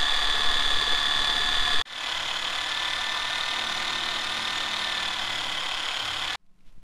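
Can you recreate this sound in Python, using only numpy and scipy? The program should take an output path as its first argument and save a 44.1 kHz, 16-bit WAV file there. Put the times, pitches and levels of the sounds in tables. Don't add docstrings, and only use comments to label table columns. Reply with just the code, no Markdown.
import sys
import numpy as np
from scipy import signal
from scipy.fft import rfft, irfft, next_fast_len
from scipy.io import wavfile

SR = 44100
rng = np.random.default_rng(int(sys.argv[2]) if len(sys.argv) > 2 else 0)


def int16_out(signal):
    q = np.round(np.clip(np.atleast_2d(signal).T, -1, 1) * 32767)
    wavfile.write(sys.argv[1], SR, q.astype(np.int16))


N = 301195
TIME = np.arange(N) / SR
FREQS = np.maximum(np.arange(N // 2 + 1) * SR / N, 1)

GEAR_TEETH, PINION_TEETH = 47, 6
STEADY_SPEED_HZ = 36.985
# start_s, fade_in_s, end_s
NEAR_SPAN, FAR_SPAN, AFTER_SPAN = (-0.01, 0.002, 1.820), (1.852, 0.27, 6.357), (6.395, 0.52, 7.5)
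# rattle_db, whine_db, ring_db, motor_db
NEAR_MIX, FAR_MIX = (-29, 3, 0, -0.5), (-31, 2, -1.5, -2.5)
# centre_hz, half_width_hz
SINGING, LOW_SINGING = (37.6, 0.95), (36.55, .2)

# time_s, speed_hz
FAR_SPINDLE_SPEED = [(1.86, 37.313), (2.065, 36.659), (2.417, 36.432), (2.779, 37.403), (3.462, 38.243),
                     (4.369, 38.406), (4.813, 38.258), (5.211, 36.549), (5.603, 35.822), (6.104, 35.539),
                     (6.36, 37.176)]
# spindle_multiple, level_db
NEAR_MESH_TONES = [(46, -38), (47, -44.5), (48, -40.5), (50, -47.5), (51, -45.5), (52, -49), (57, -51)]
FAR_MESH_TONES = [(46, -48), (47, -38), (48, -53), (52, -53), (53, -55), (55, -56), (56, -53)]
# place_turns, width_turns, load_db
NEAR_TIGHT_SPOTS = [(.11, 0.085, 10), (.375, 0.027, 11), (.59, 0.06, 6), (0.88, 0.049, 3)]
FAR_TIGHT_SPOTS = [(.09, 0.031, -1), (.265, 0.021, 9), (.48, 0.074, 6.5), (.67, 0.03, 1.5),
                   (0.88, 0.035, -4)]
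# low_hz, high_hz, depth_ratio
PULSING_BANDS = [(30, 1600, .45), (1600, 2800, .85), (2800, 4200, .8), (4200, 16000, .6)]
# frequency_hz, gain_db
NEAR_RATTLE_SPECTRUM = [(90, -26.5), (180, -17), (260, -2), (450, -8), (700, -0.5), (1100, 1.5), (2000, -2),
                        (3400, 4.5), (5000, -5.5), (7000, -11.5), (10000, -20.5), (12000, -28.5),
                        (14000, -29)]
FAR_RATTLE_SPECTRUM = [(90, -14.5), (180, -17), (300, -9.5), (450, -10.5), (700, -4), (1100, -1.5),
                       (2000, -2.5), (2800, -3.5), (3400, -0.5), (4200, -4.5), (5000, -11), (7000, -18.5),
                       (10000, -24.5), (12000, -33), (14000, -35)]
# frequency_hz, side_minus_mid_db
SIDE_SPECTRUM = [(100, -72.5), (3850, -67.5), (4200, -50), (5000, -53), (5800, -28), (7000, -13.5),
                 (8500, -6), (14000, -6.5)]
# centre_hz, width_hz, gain_db
NEAR_RESONANCES = [(723.5, 42, 8.5), (912, 100, -5), (1090, 320, 6.5), (1794, 320, 5), (2750, 230, -3.5),
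                   (3770, 550, 3.5), (4720, 580, 3.5), (5460, 400, -6), (8750, 240, 7.5)]
FAR_RESONANCES = [(394, 70, -6), (748, 82, 4.5), (999, 93, 5.5), (1500, 160, 4), (1670, 180, -3),
                  (2025, 36, 7.5), (2577, 95, 5), (2740, 110, -2), (3090, 240, 4.5), (3720, 195, 1),
                  (4520, 140, 0), (5150, 100, 7), (6010, 103, 6.5), (6555, 350, -6.5), (6734, 330, 11)]
# centre_hz, width_hz, gain_db, rise_db_per_hz
SHIFTING_RESONANCES = [(2014, 90, 0.5, -0.9), (3100, 260, -0.5, -0.9), (4050, 450, 0, 1.0),
                       (6000, 260, -1, 1.4), (6900, 200, 0.5, -0.8), (9400, 900, 1, 0.4),
                       (10900, 450, 2, 1.0)]
# place_turns, spindle_multiple, width_s, peak_db
NEAR_WORN_TEETH = [(.1112, 94.4, .0015, -22.7), (.3696, 93.2, .002, -22.3), (.506, 94.2, .0006, -20.5),
                   (.5837, 95.1, .002, -20.8), (.8771, 95.5, .002, -27)]
FAR_WORN_TEETH = [(.0886, 91, .0012, -32), (.2471, 96, .0007, -29), (.4918, 94, .0007, -28),
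                  (.6719, 93, .0007, -22.5)]
SINGING_TOOTH = [(.4812, 94.3, .0023, -26)]
LOW_SINGING_TOOTH = [(.5, 85.5, .002, -29)]
# motor_multiple, level_db
NEAR_MOTOR_TONES = [(3, -47.5), (4, -46.5), (5, -48.5), (11, -49.5), (16, -45.5), (24, -55.5)]
FAR_MOTOR_TONES = [(3, -56), (4, -46), (5, -55), (7, -56), (11, -53)]
# spindle_multiple, level_db
NEAR_ROD_TONES = [(2, -59), (3, -61), (4, -55), (6, -58), (7, -61), (8, -60)]
FAR_ROD_TONES = [(2, -58), (3, -56), (5, -65), (6, -64), (7, -69.5), (8, -68), (9, -67), (10, -68.5)]
# start_s, end_s, low_tones_db, high_tones_db
ROD_LEANS = [(0.32, 1.9, 0.5, 2), (2.099, 3, -4, 0), (3.05, 4.1, -4, -10), (3.5, 5.1, -1, 9.5),
             (5.15, 5.55, 2, 5.5), (5.949, 6.24, 2.5, -1)]
# frequency_hz, gain_db
SCRAPE_SPECTRUM = [(50, -7.5), (140, 10.5), (220, -11), (500, -18)]
# first_s, last_s, last_level_db
PADDLE_RUNS = [(.135, 0.45, -32), (.515, 0.56, -33), (.677, 0.93, -31), (1.19, 1.21, -34.5),
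               (1.271, 1.4, -34.5), (1.488, 1.73, -38.5), (1.757, 2.5, -19.5)]
# peak_s, half_length_s, rise_db
WIND_GUSTS = [(0.17, 0.12, 2), (0.41, 0.14, 9), (0.732, 0.099, 4), (1.65, 0.17, 6.5), (5.235, 0.11, 6)]
# frequency_hz, gain_db
WIND_SPECTRUM = [(5, 7), (12, -0.5), (22, -6), (35, -15), (60, -29.5), (120, -40), (300, -45), (1000, -100)]
RUSTLE_SPECTRUM = [(60, 18), (250, 13.5), (500, 4.5), (1100, 3), (2000, 0), (3500, -3), (6000, -7.5),
                   (10000, -11), (14000, -18)]
CRISP_SPECTRUM = [(400, -15), (1500, -3), (3200, 3), (12000, -22)]
# start_s, level_db
DRY_TICKS = [(6.464, -68), (6.589, -67), (6.607, -67), (6.823, -69)]
# pitch_hz, level_db
HUM_PARTIALS = [(177.6, -69), (204.6, -71), (689, -85), (1061, -82)]
# start_s, level_db, nominal_pitch_hz
HUM_THROBS = [(6.608, -56, 130), (6.709, -56, 200), (6.779, -41, 129)]


def drill_near(turns, speed):
    rattle = housing_rattle(turns, NEAR_TIGHT_SPOTS, NEAR_RATTLE_SPECTRUM, NEAR_RESONANCES)
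    whine = gear_whine(turns - NEAR_TIGHT_SPOTS[0][0], NEAR_MESH_TONES, backlash_teeth=.04)
    ring = case_ring(turns, speed, NEAR_WORN_TEETH, jitter_s=.00001)
    motor = motor_tones(turns, NEAR_MOTOR_TONES)
    machine = drill(NEAR_MIX, speed, rattle, whine, ring, motor, flutter_db=0.6)
    return machine + bucket_drone(turns, NEAR_ROD_TONES) + paddle_slaps()


def drill_far(turns, speed):
    rattle = housing_rattle(turns, FAR_TIGHT_SPOTS, FAR_RATTLE_SPECTRUM, FAR_RESONANCES)
    rattle = shifting_resonances(rattle, speed)
    whine = gear_whine(turns - SINGING_TOOTH[0][0], FAR_MESH_TONES, backlash_teeth=.025)
    whine = colour(whine, [(1, 0)], FAR_RESONANCES)
    ring = case_ring(turns, speed, FAR_WORN_TEETH, jitter_s=.000025)
    ring += case_response(speed, *SINGING) * case_ring(turns, speed, SINGING_TOOTH, jitter_s=.00001)
    ring += case_response(speed, *LOW_SINGING) * case_ring(turns, speed, LOW_SINGING_TOOTH, .00003)
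    motor = motor_tones(turns, FAR_MOTOR_TONES)
    machine = drill(FAR_MIX, speed, rattle, whine, ring, motor, flutter_db=0.55)
    return machine + bucket_drone(turns, FAR_ROD_TONES)


def drill(mix, speed, rattle, whine, ring, motor, flutter_db):
    rattle_db, whine_db, ring_db, motor_db = mix
    excess_hz = speed - STEADY_SPEED_HZ
    gear = from_db(rattle_db + 0.17 * excess_hz) * rattle
    gear += case_response(speed, *SINGING) * from_db(whine_db) * whine + from_db(ring_db) * ring
    flutter = rms_one(from_db(flutter_db * drift(66)))
    return flutter * gear + from_db(motor_db + 2.5 * excess_hz) * motor


def tooth_rattle(turns, spots, wear=0.71, spread_db=1.5, hiss_db=2.5):
    tooth = np.floor(turns * GEAR_TEETH).astype(int)
    impacts = np.flatnonzero(np.diff(tooth)) + 1
    flaws = rng.standard_normal(GEAR_TEETH)[tooth[impacts] % GEAR_TEETH]
    chance = rms_one(rng.choice([-1, 1], N) * from_db(spread_db * rng.uniform(-0.39, 1, N)))
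    clicks = np.zeros(N)
    clicks[impacts] = chance[impacts] + wear * flaws
    for lag in (13, 37, 59):
        allpass = np.r_[-.6, np.zeros(lag), 1]
        clicks = signal.lfilter(allpass, allpass[::-1], clicks)
    rasp = rms_one(clicks) + from_db(hiss_db) * rng.standard_normal(N)
    load_db, out = tooth_load(turns, spots), 0
    for low_hz, high_hz, depth in PULSING_BANDS:
        band = shaped(rasp, (FREQS >= low_hz) & (FREQS < high_hz))
        out += band * rms_one(from_db(depth * load_db))
    return out


def tooth_load(turns, spots):
    load_db = 0
    for place, width, db in spots:
        offset = (turns - place + .5) % 1 - .5
        load_db += db * np.exp(-.5 * (offset / width) ** 2)
    return load_db


def housing_rattle(turns, spots, spectrum, resonances):
    mid, side = [rms_one(colour(tooth_rattle(turns, spots), spectrum, resonances)) for _ in range(2)]
    return mid + colour(side, SIDE_SPECTRUM) * [[1], [-1]]


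def shifting_resonances(rattle, speed, grip_db=0.9, flicker_db=2.0):
    out = rattle
    for hz, width, db, rise in SHIFTING_RESONANCES:
        bell = np.exp(-2 * ((FREQS - hz) / width) ** 2)
        band = np.array([shaped(channel, bell) for channel in rattle])
        gain_db = db + rise * (speed - STEADY_SPEED_HZ) + grip_db * drift(3.1) + flicker_db * drift(100)
        out = out + (from_db(gain_db) - 1) * band
    return out


def gear_whine(turns, mesh, backlash_teeth):
    play_turns = backlash_teeth * drift(60) / GEAR_TEETH
    return shaft_tones(turns + play_turns, mesh, scatter=0.71, waver_db=0.8)


def case_ring(turns, speed, teeth, jitter_s, scatter_db=1.6):
    out = np.zeros(N)
    for place, multiple, width_s, db in teeth:
        turn = np.floor(turns - place + .5)
        chance_per_turn = rng.standard_normal((int(turn[-1]) + 3, 2))
        strength, lateness = chance_per_turn[turn.astype(int) + 1].T
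        age = (turns - place - turn) / speed - jitter_s * lateness
        burst = from_db(db + scatter_db * strength) * np.exp(-.5 * (age / width_s) ** 2)
        out += burst * np.sin(2 * np.pi * multiple * speed * age)
    return out


def case_response(speed, centre_hz, half_width_hz):
    return 1 / (1 + ((speed - centre_hz) / half_width_hz) ** 2)


def motor_tones(turns, harmonics):
    return shaft_tones(turns * GEAR_TEETH / PINION_TEETH, harmonics, scatter=0.8, waver_db=1.4)


def shaft_tones(turns, harmonics, scatter, waver_db):
    out = np.zeros(N)
    for multiple, db in harmonics:
        phase = 2 * np.pi * round(multiple) * turns + scatter * rng.uniform(-np.pi, np.pi)
        out += from_db(db + waver_db * drift(4.6)) * np.sqrt(2) * np.cos(phase)
    return out


def bucket_drone(turns, harmonics, attack_s=0.078, release_s=0.16, ease_db_per_s=2.5):
    hum_gain = low_gain = high_gain = from_db(-35)
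    for start, end, low_db, high_db in ROD_LEANS:
        contact = np.clip(np.minimum((TIME - start) / attack_s, 1 - (TIME - end) / release_s), 0, 1)
        pressure = contact * from_db(-ease_db_per_s * (TIME - start))
        hum_gain = np.maximum(hum_gain, contact)
        low_gain = np.maximum(low_gain, from_db(low_db) * pressure)
        high_gain = np.maximum(high_gain, from_db(high_db) * pressure)
    hum = shaft_tones(turns, harmonics[:1], scatter=0.26, waver_db=2.0)
    low = shaft_tones(turns, [row for row in harmonics[1:] if row[0] <= 4], scatter=0.387, waver_db=2.0)
    high = shaft_tones(turns, [row for row in harmonics if row[0] > 4], scatter=0.66, waver_db=2.5)
    scrape = from_db(-59) * noise(SCRAPE_SPECTRUM)
    return hum_gain * hum + low_gain * (low + scrape) + high_gain * high


def paddle_slaps(growth_db=1, nominal_pitch_hz=444):
    gap_s = 2 / STEADY_SPEED_HZ
    slaps = [(last - k * gap_s, db - k * growth_db, nominal_pitch_hz)
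             for first, last, db in PADDLE_RUNS for k in range(round((last - first) / gap_s) + 1)]
    return damped_tones(slaps, decay_s=0.0085)


def damped_tones(events, decay_s):
    age = TIME[:SR // 10]
    out = np.zeros(N + len(age))
    for start_s, db, hz in events:
        at = min(round(start_s * SR), N)
        tone = np.sin(2 * np.pi * hz * rng.uniform(0.94, 1.15) * age)
        out[at:at + len(age)] += from_db(db) * np.exp(-age / decay_s) * tone
    return out[:N]


def wind():
    breeze = from_db(-29.5) * heard(NEAR_SPAN) + from_db(-43.5) * heard(FAR_SPAN)
    breeze += from_db(-41) * heard(AFTER_SPAN)
    surge_db = sum(db * np.exp(-((TIME - s) / half_s) ** 2) for s, half_s, db in WIND_GUSTS)
    return breeze * from_db(surge_db) * noise(WIND_SPECTRUM)


def swish_and_ticks(swish_s=6.68, half_length_s=.03, tick_decay_s=0.0035):
    swish = from_db(-67) * np.exp(-((TIME - swish_s) / half_length_s) ** 2)
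    ticks = sum(from_db(db) * (TIME > s) * np.exp(-np.abs(TIME - s) / tick_decay_s)
                for s, db in DRY_TICKS)
    return (swish + ticks) * noise(CRISP_SPECTRUM)


def clothes_rustle(peak_s=6.69, rise_db_per_s=65, fall_db_per_s=15, air_db=-80):
    below_peak_db = np.maximum(rise_db_per_s * (peak_s - TIME), fall_db_per_s * (TIME - peak_s))
    swell = from_db(-66 - below_peak_db) * (TIME > AFTER_SPAN[0])
    grains = rng.standard_normal(N) * from_db(1.5 * drift(120))
    return (swell + from_db(air_db)) * rms_one(colour(grains, RUSTLE_SPECTRUM))


def far_hum(waver_rad_per_hz=.001):
    hum = 0
    for hz, db in HUM_PARTIALS:
        amplitude = from_db(db + 2 * drift(9)) * np.sqrt(2)
        hum += amplitude * np.sin(2 * np.pi * hz * TIME + waver_rad_per_hz * hz * drift(12))
    return np.sqrt(heard(AFTER_SPAN)) * hum + damped_tones(HUM_THROBS, decay_s=0.003)


def heard(span, opening_share=0.12, edge_s=0.006):
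    start, fade, end = span
    edges = np.clip(np.minimum((TIME - start) / edge_s, (end - TIME) / edge_s + .5), 0, 1)
    return np.clip(opening_share + (TIME - start) / fade, 0, 1) * edges


def drift(corner_hz, hop=40):
    pole = np.exp(-2 * np.pi * corner_hz * hop / SR)
    white = rng.standard_normal(N // hop + 2002)
    slow = signal.lfilter([1], [1, -2 * pole, pole * pole], white)[2000:]
    return np.interp(np.arange(N) / hop, np.arange(len(slow)), rms_one(slow))


def noise(spectrum):
    return rms_one(colour(rng.standard_normal(N), spectrum))


def colour(x, spectrum, resonances=()):
    hz, db = np.transpose(spectrum)
    shape_db = np.interp(np.log(FREQS), np.log(hz), db)
    for centre, width, height in resonances:
        shape_db += height * np.exp(-2 * ((FREQS - centre) / width) ** 2)
    return shaped(x, from_db(shape_db))


def shaped(x, gain):
    size = next_fast_len(N)
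    bins_hz = np.arange(size // 2 + 1) * SR / size
    return irfft(rfft(x, size) * np.interp(bins_hz, FREQS, gain), size)[:N]


def from_db(db):
    return 10 ** (np.asarray(db) / 20)


def rms_one(x):
    return x / np.sqrt(np.mean(x ** 2) + 1e-20)


def scene():
    dragged_speed = np.interp(TIME, *np.transpose(FAR_SPINDLE_SPEED))
    speed = np.where(TIME < NEAR_SPAN[2], STEADY_SPEED_HZ, dragged_speed)
    turns = np.cumsum(speed * (1 + .0003 * drift(5))) / SR
    stirring = heard(NEAR_SPAN) * drill_near(turns, speed) + heard(FAR_SPAN) * drill_far(turns, speed)
    return stirring + wind() + far_hum() + clothes_rustle() + swish_and_ticks()


def record(dry):
    return signal.sosfiltfilt(signal.ellip(10, .05, 70, 14300, fs=SR, output="sos"), dry)


dry = scene()
out = record(dry)
int16_out(out)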